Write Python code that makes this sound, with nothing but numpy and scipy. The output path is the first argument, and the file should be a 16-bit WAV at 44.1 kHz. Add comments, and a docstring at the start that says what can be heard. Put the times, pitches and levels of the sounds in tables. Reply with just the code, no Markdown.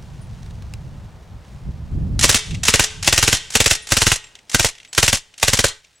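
"""Wind rumbles on a small stereo microphone, a gunner shifts in the leaves and a belt link snaps into place.
Then a belt-fed machine gun close by fires blanks in eight short bursts across an open field.
The bolt runs forward, picks up the belt and cycles about twenty times a second, held back at times by a
snag. Each shot is an overloading blast of gas with a thump, followed by the clatter and ring of the steel
action. Spent cases and links clink as they land."""
import sys
import numpy as np
from scipy import signal
from scipy.fft import rfft, irfft
from scipy.io import wavfile
from scipy.ndimage import uniform_filter1d

SR = 44100
rng = np.random.default_rng(int(sys.argv[2]) if len(sys.argv) > 2 else 0)


def master(y):
    """Save y as 16-bit WAV."""
    cut = np.clip(np.atleast_2d(y).T, -1, 1)
    pcm = np.round(cut * 32767)  # scale
    wavfile.write(sys.argv[1], SR, pcm.astype(np.int16))


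N = 264600
TIME = np.arange(N) / SR

# spectrum of rustle, ticks and link snap (frequency [Hz], density [dB])
CRISP_COLOUR = [(500, -31), (1500, 4.5), (3000, 6), (6000, 2.5), (9000, -3), (12000, -13.5), (16000, -15)]
# belt link resonances (frequency [Hz], t60 [s])
LINK_MODES = [(2830, 0.033), (3950, 0.038)]
# trigger pulls (first shot [s], rounds [count], bolt cycle [s], rounds before snag [count, to be rounded],
# snag delay [s], run-up level [dB], clatter level [dB])
BURSTS = [(2.2431, 3, 0.051, 2, 0.00081, -17, -13.5), (2.684, 3, 0.056, 3, 0.005, -17, -13),
          (3.0774, 6, 0.05, 2, 0.0017, -20.5, -14.5), (3.5543, 4, 0.05, 2, 0.0069, -28.5, -14),
          (3.9212, 5, 0.049, 4, 0.00067, -30.5, -15.5), (4.5467, 3, .05, 1.5, 0, -31, -16),
          (4.980, 4, 0.05, 2.5, 0.00037, -29, -14.5), (5.4299, 5, 0.052, 3, 0.0051, -34, -16)]
# strength of steel ring and late scatter (time [s], gain [dB])
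LINGER = [(2.4, 4.5), (3.4, 3.5), (4.15, -4), (4.4, -5.5), (4.75, -9.5), (5.3, -12), (5.7, 4), (5.9, -22.5)]


def from_db(db):
    """Decibels to gain."""
    return 10 ** (np.asarray(db) / 20)


def unit_rms(x):
    """Scale to rms 1."""
    return x / np.sqrt(np.mean(x ** 2) + 1e-20)


def level(rows):
    """Gain curve from rows of (time [s], level [dB])."""
    return from_db(np.interp(TIME, *np.transpose(rows)))


def at_hz(points, hz):
    """Read a table on a log-frequency axis."""
    table_hz, values = np.transpose(points)
    return np.interp(np.log(hz + 1), np.log(table_hz), values)


def noise(colour):
    """Stereo noise of a given spectrum, nearly alike in both channels; rms 1."""
    # left-right likeness (frequency [Hz], correlation [0..1])
    likeness = [(40, 1), (120, 0.85), (500, 0.9), (2000, 0.82), (5000, 0.96), (9000, 0.97), (14000, 0.69)]
    hz = np.arange(N // 2 + 1) * SR / N
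    alike = np.clip(at_hz(likeness, hz), 0, .999)
    mid, side = rfft(rng.standard_normal((2, N)))
    pair = np.sqrt(1 + alike) * mid + np.sqrt(1 - alike) * side * [[1], [-1]]
    return unit_rms(irfft(pair * from_db(at_hz(colour, hz)), N))


def flutter(rate_hz, depth_db):
    """Random gain gliding between rate_hz values a second; rms 1."""
    wander = np.interp(TIME * rate_hz, np.arange(N), rng.standard_normal(N))
    return unit_rms(from_db(depth_db * wander))


def strikes(times_s, levels_db):
    """One impulse per event."""
    hits = np.zeros(N)
    samples = np.round(np.asarray(times_s) * SR).astype(int)
    np.add.at(hits, np.clip(samples, 0, N - 1), from_db(levels_db))
    return hits


def convolve(x, response):
    """Pass mono or stereo sound through a response."""
    return signal.fftconvolve(np.atleast_2d(x), np.atleast_2d(response), axes=-1)[:, :N]


def delayed(x, lag_s):
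    """Shift later, same length."""
    count = int(lag_s * SR)
    return np.concatenate([np.zeros_like(x[..., :count]), x[..., :N - count]], axis=-1)


def decay(hits, t60_s):
    """Envelope that jumps at each impulse and dies away."""
    return signal.lfilter([1], [1, -from_db(-60 / (t60_s * SR))], hits + 1e-18)


def soften(envelope, rise_s):
    """Round the attack: a contact takes a moment to build."""
    return uniform_filter1d(envelope, int(rise_s * SR))


def ring(hits, hz, t60_s):
    """Resonator: a unit impulse starts a decaying sine of height 1."""
    radius, angle = from_db(-60 / (t60_s * SR)), 2 * np.pi * hz / SR
    return signal.lfilter([0, np.sin(angle)], [1, -2 * radius * np.cos(angle), radius ** 2], hits + 1e-18)


def wind(gust_db=-11.0, full_gust_db=-13.0):
    """Eddies rumble on the microphone; hard gusts add smaller, higher ones."""
    # gusting, then dying down (time [s], level [dB])
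    gusts = [(0.0, -35.5), (0.91, -32), (1.26, -44.5), (1.34, -33.5), (1.45, -46), (1.56, -32), (1.59, -44),
             (1.69, -21.5), (1.72, -32.5), (1.89, -33), (1.93, -20.5), (2.22, -21.5), (2.42, -42.5),
             (2.53, -23), (2.85, -45.5), (3.03, -32), (3.2, -45), (4.4, -63.5), (6, -68)]
    # large and small eddy spectra (frequency [Hz], density [dB])
    rumble_colour = [(15, -17), (35, -3.5), (65, -0.5), (115, -1.5), (160, -6), (230, -17.5), (330, -35.5),
                     (600, -38.5), (2000, -94)]
    gust_colour = [(60, -29.5), (160, 3.5), (300, -3), (450, -14.5), (700, -29), (2000, -54)]
    strength = level(gusts)
    small_eddies = from_db(gust_db) * np.sqrt(strength / from_db(full_gust_db)) * noise(gust_colour)
    balance = from_db([[-.4], [.4]])
    return strength * (noise(rumble_colour) + small_eddies) * balance


def open_air():
    """A faint outdoor hush; its level drops steadily from about 2 s on."""
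    # background (time [s], level [dB])
    fade = [(0, -51), (2.05, -51), (4.44, -60.5), (6, -69)]
    # its spectrum (frequency [Hz], density [dB])
    air_colour = [(30, -9.5), (150, 4.5), (400, 6.5), (800, 6), (1500, -1.5), (3000, -10), (6000, -16),
                  (10000, -24), (16000, -26.5)]
    return level(fade) * noise(air_colour)


def gunner():
    """Cloth brushes the leaves and dry stalks tick."""
    # stalk and cloth ticks (time [s], level [dB])
    tick_events = [(0.025, -43.5), (0.4309, -43), (0.462, -42), (0.5077, -44), (0.6230, -42)]
    # clothes and leaves (time [s], level [dB])
    rustle_levels = [(0, -56), (.5, -56.5), (1.35, -61.5), (1.53, -57.5), (1.7, -61), (2.2, -61)]
    ticks = decay(strikes(*np.transpose(tick_events)), t60_s=.014)
    rustle = level(rustle_levels) * flutter(rate_hz=410, depth_db=2.5)
    return (ticks + rustle) * noise(CRISP_COLOUR)


def brass(clink_db=-6.0, link_db=-44.0, bounce_s=.03, bounce_spread_s=.005, bounce_db=-9.5):
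    """Cases and links land and bounce once; now and then a cartridge rings."""
    # landings (time [s], level [dB])
    landings = [(2.4957, -36), (2.5083, -20), (2.547, -29.5), (4.2413, -31.5), (4.353, -29.5),
                (4.7516, -30.5), (4.8, -32.5), (4.848, -31), (5.3383, -37), (5.8434, -37.5)]
    # ringing cartridges (time [s], frequency [Hz], level [dB])
    ping_events = [(.215, 9430, -49), (2.46, 9200, -47), (3.822, 9380, -38), (4.24, 7570, -41),
                   (4.884, 7820, -44.5), (5.955, 7800, -51.5)]
    times_s, levels_db = np.transpose(landings)
    bounces_s = times_s + bounce_s + bounce_spread_s * rng.standard_normal(len(times_s))
    hits = strikes(times_s, levels_db + clink_db) + strikes(bounces_s, levels_db + clink_db + bounce_db)
    envelope = soften(decay(hits, t60_s=.06), rise_s=.0017)
    # clink spectrum (frequency [Hz], density [dB])
    clink_colour = [(500, -8.5), (1400, -10.5), (2000, 3.5), (3000, 6.5), (4600, -2.5), (6000, 0),
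                    (8000, -5), (11000, -19), (16000, -38)]
    clinks = envelope * flutter(rate_hz=350, depth_db=3.5) * noise(clink_colour)
    links = from_db(link_db) * sum(ring(clinks, hz, t60_s) for hz, t60_s in LINK_MODES)
    pings = sum(ring(strikes([at_s], [db]), hz, t60_s=.16) for at_s, hz, db in ping_events)
    return clinks + links + pings


def link_snap(at_s=.7378, snap_db=-28.5, link_db=-38.0):
    """The belt is eased: a link clicks into place and rings briefly."""
    snap = decay(strikes([at_s], [snap_db]), t60_s=.015) * noise(CRISP_COLOUR)
    return snap + from_db(link_db) * sum(ring(snap, hz, t60_s) for hz, t60_s in LINK_MODES)


def bolt_knocks(jerk_lead_s=.019, jerk_db=-17.0):
    """Bolt run-up, bolt catch and a snagged belt jerking free: rows of (time [s], level [dB])."""
    # sear lets go, bolt picks up belt (lead on first shot [s], level re run-up [dB])
    run_up = [(0.05065, 0.5), (0.032, 0.5)]
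    # sear catches bolt, which rebounds (lag after last cycle starts [s], level re clatter [dB])
    catch = [(0.0216, -4.5), (0.04, -9)]
    rows = []
    for start_s, rounds, cycle_s, before_snag, snag_s, run_up_db, clatter_db in BURSTS:
        last_s = start_s + (rounds - 1) * cycle_s + snag_s
        freed_s = start_s + round(before_snag) * cycle_s + snag_s
        rows += [(start_s - lead_s, run_up_db + db) for lead_s, db in run_up]
        rows += [(last_s + lag_s, clatter_db + db) for lag_s, db in catch]
        rows.append((freed_s - jerk_lead_s, jerk_db))
    return rows


def fire(first_blast_db=-11, blast_db=-14, first_feed_boost_db=8.0, feed_db=-21):
    """Even bolt cycles, late after a snag: a row per shot of (time [s], blast, feed, clatter [dB])."""
    blast_spread_db, feed_spread_db = .5, 3.5
    rows = []
    for start_s, rounds, cycle_s, before_snag, snag_s, run_up_db, clatter_db in BURSTS:
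        rows.append((start_s, first_blast_db, run_up_db + first_feed_boost_db, clatter_db))
        for k in range(1, rounds):
            late_s = snag_s if k >= round(before_snag) else 0
            rows.append((start_s + k * cycle_s + late_s, blast_db, feed_db, clatter_db))
    return np.array(rows) + rng.standard_normal((len(rows), 4)) * [0, blast_spread_db, feed_spread_db, 0]


def action(shots, feed_s=.019, feed_gain_db=-2.0, knock_gain_db=2.0):
    """The bolt drags the belt in, slams shut, recoils and hits its buffer: steel on steel."""
    # lock, unlock, feed lever, ejector, buffer (lag after shot [s], level re clatter [dB], t60 [s])
    bolt_cycle = [(-.002, 7, 0.017), (.002, 4.5, 0.076), (0.01, -1, 0.064), (0.0174, -0.5, .04),
                  (0.024, -11, 0.062)]
    # contact spectrum (frequency [Hz], density [dB])
    steel_colour = [(100, -16), (400, -11.5), (800, -5.5), (1300, -6.5), (1900, -1), (3300, 0.5), (4700, 0),
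                    (5500, 3), (7600, 2), (8700, -3), (9700, -3.5), (11500, -12.5), (16000, -32)]
    times_s, _, feed_db, clatter_db = shots.T
    drag = np.sqrt(np.linspace(0, 1, int(feed_s * SR)))
    feed = convolve(strikes(times_s - feed_s, feed_db + feed_gain_db), drag)
    cycle = [decay(strikes(times_s + lag_s, clatter_db + db), t60_s) for lag_s, db, t60_s in bolt_cycle]
    knocks_s, knocks_db = np.transpose(bolt_knocks())
    knocks = decay(strikes(knocks_s, knocks_db + knock_gain_db), t60_s=.07)
    # unrelated contacts add in power
    force = np.sqrt(feed ** 2 + knocks ** 2 + sum(contact ** 2 for contact in cycle))
    return soften(force, rise_s=.003) * flutter(rate_hz=650, depth_db=2.5) * noise(steel_colour)


def steel_ring(contacts, coupling_db=-56.5):
    """Every contact feeds the long modes of receiver, belt and ammunition box."""
    # (frequency [Hz], gain [dB], t60 [s])
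    steel_modes = [(430, -2.5, 0.76), (857.4, -10.5, 0.76), (1884, 1, 0.5), (2000, -5.5, 0.4),
                   (2260, -8, 0.45), (2830, -2, 0.31), (3100, -9.5, 0.25), (3630, -2, 0.38), (4190, 0, .22),
                   (5170, -0.5, .25), (5940, -1, 0.18), (6860, -10, .14), (7700, -6, .12), (7760, -3, 0.2)]
    ringing = sum(from_db(coupling_db + db) * ring(contacts, hz, t60_s) for hz, db, t60_s in steel_modes)
    return level(LINGER) * ringing


def blast(shots, crack_s=.00048, crack_db=3.5, gas_db=10.0, modes_db=12.0, spread_db=3.0):
    """A shock front and a jet of gas burst from the muzzle and ring its cavities."""
    # gas jet spectrum (frequency [Hz], density [dB])
    gas_colour = [(60, -15), (150, 2.5), (230, 1), (500, 2.5), (780, -4), (1200, -5), (2600, 0),
                  (4500, -3.5), (7500, -5.5), (10000, -10.5), (16000, -19.5)]
    # resonances of muzzle booster and nearby air (frequency [Hz], gain [dB], t60 [s])
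    muzzle_modes = [(151, -28, 0.099), (265, -18, .03), (480, -28.5, 0.023), (539, -16, 0.029),
                    (1565, -13, 0.025), (2027, -10, 0.014), (2655, 0.5, 0.0053)]
    times_s, blast_db = shots.T[:2]
    hits = strikes(times_s, blast_db)
    n_wave = np.interp(TIME[:SR // 100], [0, crack_s, crack_s + 1 / SR], [1, -1, 0])
    crack = from_db(crack_db) * convolve(hits, n_wave)
    gas = from_db(gas_db) * decay(hits, t60_s=.022) * noise(gas_colour)
    cavities = np.zeros(N)
    for hz, db, t60_s in muzzle_modes:
        strengths_db = blast_db + modes_db + db + spread_db * rng.standard_normal(len(times_s))
        cavities += ring(strikes(times_s, strengths_db), hz, t60_s)
    return crack + gas + cavities


def thump(shots, push_hz=90.0, push_db=-17.5, puff_db=-22.5, low_cut_hz=17.0, spread_db=1.0):
    """Pressure pushes, sucks back and rebounds; the microphone's low cut turns the puff into a sway."""
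    hits = strikes(shots[:, 0], spread_db * rng.standard_normal(len(shots)))
    age_s = TIME[:SR // 8]
    swell = lambda tau_s: (age_s / (2 * tau_s)) ** 2 * np.exp(2 - age_s / tau_s)
    push = from_db(push_db) * convolve(hits, swell(tau_s=.0032) * np.cos(2 * np.pi * push_hz * age_s))
    puff = from_db(puff_db) * convolve(delayed(hits, lag_s=.00079), swell(tau_s=.0038))
    low_cut = signal.butter(4, low_cut_hz, "high", fs=SR, output="sos")
    return signal.sosfilt(low_cut, push + puff)


def overload(pressure):
    """The microphone rounds off the strongest peaks."""
    return np.tanh(pressure)


def near_echo(sound, cutoff_hz=1166.0, gain_db=-6):
    """Something close by throws the blast back, dulled."""
    dull = signal.sosfilt(signal.butter(1, cutoff_hz, fs=SR, output="sos"), sound)
    return from_db(gain_db) * delayed(dull, lag_s=.0087)


def field(sound, early_db=-22.5, late_db=-21.0):
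    """Plants and ground scatter the shots back: a quick tail and a longer one."""
    # scatter spectrum (frequency [Hz], density [dB])
    field_colour = [(60, 8), (200, -14), (500, -7.5), (1200, -1), (2000, -1), (3200, 3.5), (5000, 0),
                    (7800, -2), (10000, -5.5), (16000, -18.5)]

    def tail(t60_s):
        unit_energy = np.sqrt(np.log(1000) / (t60_s * SR))
        return noise(field_colour)[:, :SR] * from_db(-60 * TIME[:SR] / t60_s) * unit_energy

    scattered = delayed(sound, lag_s=.02)
    early = from_db(early_db) * convolve(scattered, tail(t60_s=.2))
    late = from_db(late_db) * convolve(scattered, tail(t60_s=.6))
    return early + level(LINGER) * late


def scene():
    """Gun, field, gunner and weather at the microphone."""
    shots = fire()
    reports, contacts = blast(shots), action(shots)
    gun = reports + near_echo(reports) + contacts
    gunfire = overload(gun + field(gun) + steel_ring(contacts))
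    return gunfire + open_air() + thump(shots) + brass() + link_snap() + wind() + gunner()


def record(dry):
    """Clip at full scale, then cut the highest treble."""
    stopband_db, stopband_hz = 50, 16500
    low_pass = signal.cheby2(16, stopband_db, stopband_hz, fs=SR, output="sos")
    return signal.sosfiltfilt(low_pass, np.clip(dry, -1, 1))


dry = scene()
out = record(dry)
master(out)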